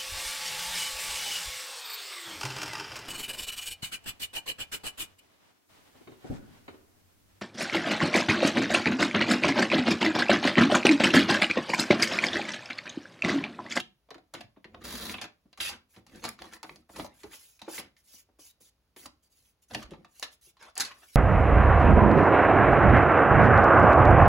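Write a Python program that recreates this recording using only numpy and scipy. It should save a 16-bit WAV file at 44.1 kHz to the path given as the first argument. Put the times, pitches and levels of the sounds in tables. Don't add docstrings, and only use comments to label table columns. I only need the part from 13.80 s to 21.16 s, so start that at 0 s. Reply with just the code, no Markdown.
import sys
import numpy as np
from scipy import signal
from scipy.fft import rfft, irfft, next_fast_len
from scipy.io import wavfile
from scipy.ndimage import uniform_filter1d, map_coordinates

SR = 44100
rng = np.random.default_rng(int(sys.argv[2]) if len(sys.argv) > 2 else 0)


def waveform_to_disk(signal):
    frames = np.transpose(np.atleast_2d(signal))
    scaled = np.clip(frames, -1, 1) * 32767
    samples = np.round(scaled).astype(np.int16)
    wavfile.write(sys.argv[1], SR, samples)


N = 324487

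# start in seconds, level in dB, body (boost at 600 Hz) in dB,
# snap (boost at 7000 Hz) in dB, seconds for the chatter to fade by 60 dB, hollow note in Hz.
CONTACTS = [(0.0004, -22, 2.5, -2.5, 0.033, 3300), (0.288, -54.5, 33.5, -19, 0.04, 1170),
            (0.3055, -32, -14.5, -8, 0.043, 1020), (0.344, -36.5, -12, -10, .043, 960),
            (0.3807, -49, 24.5, -7, .041, 1440), (0.5382, -31, 17, 3.5, 0.071, 1440),
            (0.5504, -31.5, 1, -25, 0.031, 2240), (0.581, -43, -1, -30, 0.038, 3400),
            (0.608, -34, 15.5, -2.5, .037, 2670), (0.763, -53, 11, -46, 0.1, 1070),
            (0.8435, -35.5, 3, -13, 0.048, 1880), (0.946, -37.5, 11, -23, 0.025, 1130),
            (1.295, -27, -14, -4, 0.038, 2260), (1.3424, -23.5, 6, -33, 0.053, 2600),
            (1.3832, -29.5, 9, -29, 0.06, 2470), (1.4143, -24.5, 7, -1.5, .074, 4200),
            (1.4409, -29.5, 14, -6, 0.047, 1370), (1.729, -44, 13, -6, 0.035, 4300),
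            (1.775, -39.5, 13, 4, 0.086, 1160), (1.8028, -19.5, -14, -10.5, 0.053, 3230),
            (1.8913, -31.5, 14.5, 9.5, 0.13, 1070), (2.1631, -43, 2.5, -6, 0.052, 914),
            (2.2656, -48.5, 2.5, 6.5, 0.055, 790), (2.358, -55.5, -2, 18, .055, 1530),
            (2.44, -25, 5, 1.5, 0.059, 820), (2.451, -26.5, 12, 5, 0.047, 4330),
            (2.4899, -34.5, -0.5, 17.5, .01, 1930), (2.5896, -38.5, 10, -8, 0.039, 1350),
            (2.62, -33.5, 21, -3, 0.023, 4260), (2.7348, -35, 7, 3, 0.042, 1790),
            (2.83, -30, 2, 0.5, 0.035, 930), (2.894, -33.5, 15, -14, 0.013, 1156),
            (2.9588, -46, 16.5, 6, 0.032, 4500), (3.1606, -35.5, 11.5, 4, 0.054, 960),
            (3.1968, -28.5, 14, -15, 0.053, 790), (3.246, -38, 21, 3, 0.051, 910),
            (3.2632, -41, 12, -1, 0.023, 950), (3.4333, -36.5, -16, -1, 0.046, 910),
            (3.5323, -37.5, 18, -8, .1, 2640), (3.7923, -47, 0, 2, 0.05, 2580),
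            (3.817, -34.5, 5.5, -0.5, 0.047, 3850), (3.98, -27, 4, -7.5, 0.062, 2000),
            (4.166, -51.5, -1, 0, 0.059, 2160), (5.1631, -43, 7, 2.5, 0.042, 1860),
            (5.2584, -37, 6, 9, 0.039, 836), (5.91, -40.5, 25.5, -4, 0.023, 1670),
            (5.9357, -34, 4, 0, 0.061, 3850), (5.9472, -19, 3, -7, 0.031, 3470),
            (6.0279, -39.5, 12, 6, 0.041, 1380), (6.108, -43.5, -3, 1, 0.088, 2940),
            (6.1351, -40.5, 14, -15, 0.079, 920), (6.2466, -42, 15.5, -6.5, 0.046, 1226),
            (6.3966, -51.5, 21, 23, 0.0117, 4230), (6.4264, -20.5, 6, 0, 0.065, 4020),
            (6.7687, -50, 5, -7, 0.063, 1040), (6.8262, -44, 16, 7, 0.062, 1450),
            (6.9543, -45.5, 18, 10.5, .041, 4600), (6.9663, -28.5, -2, -9.5, 0.067, 4900),
            (6.978, -37, 1, 24.5, 0.031, 4650), (6.999, -24, -5, 10.5, .063, 4940),
            (7.006, -17, -1, 8.5, 0.079, 3970), (7.0489, -28.5, -2, 5, 0.092, 4540)]
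# pitch in Hz, width in Hz, level in dB.
GUARD_NOTES = [(598, 59, -1), (773, 62, 12.5), (1010, 95, 2.5), (1490, 230, 14), (1800, 150, 2.5),
               (2513, 120, 17.5), (3520, 110, -0.5), (3915, 380, 20), (4600, 310, -14.5),
               (6630, 900, -29.5)]
BASE_NOTES = [(58, 62, -1.5), (119, 100, -2.5), (210, 35, 2.5), (266.4, 57, -0.5), (338, 29, 1.5),
              (511, 57, -6.5), (749, 25, -9.5)]
CARRIAGE_NOTES = [(2590, 230, 1), (2960, 200, 3), (3200, 280, 0), (3730, 380, 2), (4820, 210, -3)]


def amp(db):
    return 10 ** (np.asarray(db) / 20)


def unit(x):
    return x / np.sqrt(np.mean(x ** 2) + 1e-20)


def along(points, hz):
    pitches, values = np.transpose(points)
    return np.interp(np.log(hz + 1), np.log(pitches + 1), values)


def filtered(x, response):
    n = x.shape[-1]
    padded = next_fast_len(n + SR // 10)
    return irfft(rfft(x, padded) * response(np.fft.rfftfreq(padded, 1 / SR)), padded)[..., :n]


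def shaped(x, tone):
    return filtered(x, lambda hz: amp(along(tone, hz)))


def coloured(x, tone):
    return unit(shaped(x, tone))


def resonate(x, notes):
    def response(hz):
        return sum(amp(db) * 1j * hz * width / (pitch ** 2 - hz ** 2 + 1j * hz * width) * (-1) ** k
                   for k, (pitch, width, db) in enumerate(notes))
    return unit(filtered(x, response))


def wobble(rate):
    return map_coordinates(rng.standard_normal(int(N * rate / SR) + 4), [np.arange(N) * rate / SR])


def grains(rate, spread_db):
    slips = rng.random(N) < rate / SR
    return unit(slips * rng.standard_normal(N) * amp(spread_db * np.clip(rng.standard_normal(N), -2, 2)))


def shifting(x, depth_db):
    spectrum = signal.stft(x, nperseg=512)[2]
    drift = uniform_filter1d(rng.standard_normal(spectrum.shape), size=3, axis=0)
    drift = uniform_filter1d(drift, size=5, axis=1)
    return unit(signal.istft(spectrum * amp(depth_db * unit(drift)), nperseg=512)[1][:N])


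def swell(start, rise, fall, swell_db, edge_s=0.0073):
    t = np.arange(N) / SR - start
    arch = np.where(t < rise, (t - rise) / rise, (t - rise) / fall) ** 2
    contact = np.clip(t / edge_s + .5, 0, 1) * np.clip((rise + fall - t) / edge_s + 1, 0, 1)
    return contact * amp(-abs(swell_db) * np.minimum(arch, 2))


def stroke(start_s, stop_s, db, db_per_s, fade_s, attack_s=0.0091):
    t = np.arange(N) / SR
    held_db = db + db_per_s * (np.clip(t, start_s, stop_s) - start_s)
    fade_db = 60 * np.maximum(t - stop_s, 0) / fade_s
    return np.clip((t - start_s) / attack_s + .5, 0, 1) * amp(held_db - fade_db)


def echoes(x, fade_times, onset_s=0.00047):
    out, hop = np.zeros(N + 2 * SR), SR // 5
    for start in range(0, N, hop):
        hz, t, noise = signal.stft(rng.standard_normal(SR // 2), SR, nperseg=256)
        fade = amp(-60 * t / along(fade_times, hz)[:, None]) * (1 - np.exp(-t / onset_s))
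        tail = signal.istft(noise * fade, SR, nperseg=256)[1]
        answer = signal.fftconvolve(x[start:start + hop], tail / np.linalg.norm(tail))
        out[start:start + len(answer)] += answer
    return out[:N]


def quiet_air(level_db=-75):
    # pitch in Hz, level in dB.
    air_tone = [(15, -52), (30, -4.5), (60, 1), (120, -10), (300, -15), (750, -20.5), (1600, -26),
                (6500, -32), (16000, -32)]
    return amp(level_db) * coloured(rng.standard_normal((2, N)), air_tone)


def room(x):
    # pitch in Hz, seconds to fade by 60 dB.
    fade_times = [(100, 0.36), (400, 0.26), (2000, 0.24), (5000, 0.22), (14000, 0.15)]
    return shaped(echoes(x, fade_times), [(200, 3), (1000, 0.5), (3000, -1), (6000, -3), (12000, -4.5)])


def handling(rumble_db=-1, swell_db=13.5):
    # start in seconds, seconds tightening,
    # seconds letting go, rustle in dB, rumble in dB.
    grips = [(0.531, 0.024, 0.098, -56, -55), (0.881, 0.11, .04, -74, -57),
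             (1.009, 0.016, 0.017, -56.5, -55), (1.325, .02, 0.081, -50.5, -49),
             (1.42, .03, .015, -47, -54), (1.78, 0.0099, 0.05, -57, -53.5), (1.9, 0.024, .05, -51.5, -54),
             (2.135, 0.015, .03, -60.5, -81), (2.16, 0.017, .05, -71, -58.5),
             (2.27, 0.1, 0.075, -59.5, -54), (2.42, 0.027, 0.056, -42, -45.5),
             (2.578, 0.055, 0.091, -54.5, -58), (2.713, .03, .035, -51, -65),
             (2.841, 0.095, 0.097, -72.5, -61), (3.135, 0.055, 0.043, -51.5, -46.5),
             (3.181, 0.022, 0.037, -62, -44.5), (3.24, 0.24, 0.14, -66, -75.5),
             (3.5, 0.042, 0.028, -62, -73), (3.8, 0.041, 0.089, -58.5, -82), (3.89, 0.083, 0.07, -53, -71),
             (3.976, 0.011, 0.024, -41.5, -56), (4.01, 0.018, .07, -66, -62.5),
             (5.16, .1, 0.028, -64, -66.5), (5.9, 0.021, 0.041, -53.5, -50.5),
             (5.94, 0.018, 0.04, -64, -47.5), (5.985, 0.037, .04, -51, -53),
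             (6.04, 0.062, 0.18, -75.5, -59), (6.415, .02, .05, -56, -71), (6.79, 0.046, 0.077, -53.5, -71),
             (6.967, 0.018, .015, -42.5, -63), (6.994, 0.0086, 0.0327, -35.5, -55),
             (7.03, .015, 0.076, -46, -68), (7.11, 0.013, 0.1, -61.5, -75),
             (7.219, 0.013, 0.033, -59.5, -85)]
    # pitch in Hz, level in dB.
    rustle_tone = [(150, -17.5), (400, -5), (750, -2.5), (1400, -1), (2600, -4), (5000, -11), (9000, -16),
                   (16000, -30.5)]
    rustle_gain, rumble_gain = sum(np.outer(amp(levels), swell(start, rise, fall, swell_db))
                                   for start, rise, fall, *levels in grips)
    catches = grains(rate=4000, spread_db=4) * amp(1.8 * wobble(70))
    rustle = shifting(coloured(catches, rustle_tone), depth_db=5)
    rumble = resonate(grains(rate=900, spread_db=2.5), BASE_NOTES)
    return rustle_gain * rustle + amp(rumble_db) * rumble_gain * rumble


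def card_slides(level_db=-2):
    # start in seconds, seconds speeding up, seconds slowing down,
    # level in dB, swell in dB.
    pushes = [(2.09, .06, .05, -63, 11.5), (2.28, .13, .02, -62, 15), (2.43, 0.047, 0.068, -52.5, 16.5),
              (2.6, .08, .04, -62.5, 9), (2.72, 0.023, .035, -52, 12), (2.83, 0.035, 0.15, -63.5, 14),
              (3.09, 0.045, .04, -56.5, 9), (3.16, .03, .085, -49, 10.5), (3.34, 0.057, 0.11, -62, 1),
              (3.51, 0.038, 0.046, -48, 12.5), (3.59, 0.011, 0.18, -54, 14.5),
              (3.885, 0.094, 0.035, -37.5, 15), (4.165, .02, .05, -66, 13.5),
              (4.235, .14, 0.059, -50.5, 21), (4.589, 0.056, 0.068, -52, 4.5),
              (4.804, 0.041, 0.05, -58.5, 4.5), (5.164, .065, .04, -51.5, 2),
              (5.425, 0.017, 0.036, -66.5, 7.5), (5.5, 0.066, .06, -65.5, 7),
              (5.62, 0.049, 0.058, -65, 10.5), (5.818, 0.013, .02, -62, 10.5), (5.885, 0.057, .08, -57, 8),
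              (6.28, 0.12, .1, -56, 24), (6.505, 0.024, 0.029, -54.5, 20), (6.612, 0.045, 0.056, -57, 6.5),
              (7.141, 0.39, .05, -49, 18.5)]
    # pitch in Hz, level in dB.
    hiss_tone = [(100, -13), (450, -8.5), (1100, -10), (2500, 1), (4300, 1), (7000, 6.5), (10500, 6.5),
                 (16000, 1)]
    speed = sum(amp(db) * swell(start, rise, fall, swell_db) for start, rise, fall, db, swell_db in pushes)
    friction = coloured(grains(rate=16000, spread_db=1), hiss_tone) * amp(1.3 * wobble(53))
    return amp(level_db) * speed * shifting(friction, depth_db=4)


def table_knocks(level_db=-2, base_db=-9, flex_db=-14, cycles=8, contact_s=0.0087):
    # start in seconds, level in dB, pitch in Hz, boom in dB.
    blows = [(0.003, -42.5, 226, -10), (0.31, -42, 475, -25), (0.354, -47.5, 467, -8.5),
             (0.54, -39, 514, -15.5), (0.639, -51.5, 122, -22), (0.768, -50, 264, -38),
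             (0.848, -48, 360, -7), (0.942, -43.5, 500, -16), (1.655, -55.5, 234, -22),
             (2.172, -54, 260, -28), (2.443, -41.5, 354, -10), (2.615, -45.5, 570, -31),
             (2.839, -41, 820, -14.5), (2.908, -49, 290, -13), (3.092, -47, 525, -11),
             (3.163, -49, 317, -8), (3.188, -36.5, 334, -24), (3.438, -39, 475, -11),
             (3.456, -50, 590, -8.5), (3.815, -45.5, 750, -9), (3.878, -33.5, 417, -37),
             (3.984, -46, 242, -26.5), (3.997, -44, 850, -22), (4.335, -69, 750, 4.5),
             (4.487, -63, 467, -5.5), (4.587, -54.5, 462, -20), (4.806, -60.5, 393, -11),
             (5.164, -50.5, 352, -24), (5.254, -45, 840, -8.5), (5.947, -34.5, 696, -6),
             (5.961, -39.5, 342, -13), (5.975, -53, 52, -25), (6.039, -46, 54, -26),
             (6.114, -40, 195, -9.5), (6.117, -49, 335, -0.5), (6.666, -67.5, 215, 0),
             (7.008, -50, 250, -18)]
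    out, t = np.zeros(N + SR), np.arange(SR // 6) / SR
    for start, db, hz, boom_db in blows:
        spot = np.sin(2 * np.pi * hz * t) * amp(-60 * t * hz / cycles) * (1 - np.exp(-t / 0.0011))
        push = rng.standard_normal(len(t)) * t * np.exp(-2 * t / contact_s)
        flex = resonate(push, [(hz * 0.9, hz * 0.54, 0)])
        flex = resonate(flex, [(hz * 1.02, hz * 2.94, 0)])
        knock = spot + amp(flex_db) * flex + amp(base_db + boom_db) * resonate(push, BASE_NOTES)
        out[round(start * SR):][:len(t)] += amp(db + level_db) * knock
    return out[:N]


def contact_ticks(level_db=-11, decay_s=0.00039):
    out, t = np.zeros(N + SR), np.arange(SR // 100) / SR
    for start, db, _, snap_db, *_ in CONTACTS:
        tick = np.diff(rng.standard_normal(len(t)) * np.exp(-t / decay_s), prepend=0)
        out[round(start * SR):][:len(t)] += amp(db + snap_db + level_db) * tick / np.abs(tick).max()
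    return out[:N]


def plastic_clicks(level_db=-23, ring_db=-1, hollow_db=-4, give_s=0.00042):
    # pitch in Hz, level in dB.
    crack_tone = [(150, -28.5), (500, -12), (1500, 5), (4000, 1.5), (7000, -1), (11000, -7.5), (16000, -22)]
    out, t = np.zeros(N + SR), np.arange(SR // 8) / SR
    for start, db, body_db, snap_db, fade_s, note_hz in CONTACTS:
        edge = (1 - np.exp(-t / give_s)) * amp(-60 * t / 0.0056)
        chatter = 0.39 * (1 - np.exp(-t / 0.0037)) * amp(-60 * t / fade_s)
        force = rng.standard_normal(len(t)) * (edge + chatter)
        notes = [(hz * np.exp(0.044 * rng.normal()), width, level + 3 * rng.normal())
                 for hz, width, level in GUARD_NOTES]
        ring = amp(ring_db) * resonate(force, notes)
        hollow = amp(hollow_db) * resonate(force, [(note_hz, note_hz / 7, 0)])
        click = unit(coloured(force, crack_tone) + ring + hollow)
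        hardness = [(600, body_db), (1300, 0), (3500, 0), (7000, snap_db)]
        out[round(start * SR):][:len(t)] += amp(db + level_db) * shaped(click, hardness)
    return out[:N]


def carriage_flick(scrape_db=-2, ring_db=-3):
    # pitch in Hz, level in dB.
    scrape_tone = [(100, -13), (350, -16), (1000, -12), (1900, -4.5), (2900, -16.5), (4000, -9.5),
                   (6000, -9), (10500, -6.5), (16000, -20)]
    speed = stroke(start_s=1.802, stop_s=1.897, db=-34, db_per_s=-45, fade_s=0.03)
    slips = grains(rate=5800, spread_db=2.5) * amp(wobble(97))
    rasp = amp(scrape_db) * coloured(slips, scrape_tone) + amp(ring_db) * resonate(slips, CARRIAGE_NOTES)
    return speed * shifting(rasp, depth_db=2.5)


def blade_cut(fibre_db=-1, guard_db=-9, carriage_db=-11, rumble_db=-6):
    # pitch in Hz, level in dB.
    fibre_tone = [(150, -61), (450, 4), (900, -1.5), (1500, 4.5), (2700, -5.5), (3500, -2.5), (4700, -3),
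                  (6500, -3), (10500, -3), (16000, -6)]
    push = stroke(start_s=1.04, stop_s=1.315, db=-43, db_per_s=11, fade_s=0.15)
    fibres = grains(rate=7000, spread_db=1.5) * amp(2 * wobble(110))
    slicing = (amp(fibre_db) * coloured(fibres, fibre_tone)
               + amp(guard_db) * resonate(fibres, GUARD_NOTES)
               + amp(carriage_db) * resonate(fibres, CARRIAGE_NOTES))
    shaking = grains(rate=1000, spread_db=3)
    rumble = resonate(shaking, [(60.6, 22, -3.5), (217, 30, 5), (250, 34, 0.5), (332, 37, -2.5)])
    return push * (shifting(slicing, depth_db=1) + amp(rumble_db) * rumble)


def scene(room_db=-9, table_db=-3, wide_db=-5):
    # pitch in Hz, side level in dB.
    spread = [(150, -14), (600, -7), (1500, -4.5), (3000, -1.5), (5000, 1.5), (7500, -15), (14000, -23)]
    near = (blade_cut() + carriage_flick() + card_slides() + handling()
            + plastic_clicks() + contact_ticks() + table_knocks())
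    air = quiet_air()
    middle = near + amp(room_db) * room(near) + air[0]
    table_echo = amp(table_db) * echoes(near, fade_times=[(1000, 0.008)])
    side = shaped(table_echo + amp(wide_db) * room(near) + air[1], spread)
    return np.array([middle + side, middle - side])


def record(dry, lag_s=0.0002, split_hz=6000, bottom_hz=40, top_hz=15880):
    sides = np.array([[-.5], [.5]])

    def response(hz):
        treble_lag = np.exp(2j * np.pi * lag_s * np.maximum(hz - split_hz, 0) * sides)
        brighter_right = amp(sides * along([(1500, 0), (4800, 0.98), (8000, 0.45)], hz))
        bass_cut = hz ** 4 / np.hypot(hz ** 4, bottom_hz ** 4)
        return treble_lag * brighter_right * bass_cut * (hz < top_hz)
    return filtered(dry, response)


dry = scene()
out = record(dry)
waveform_to_disk(out)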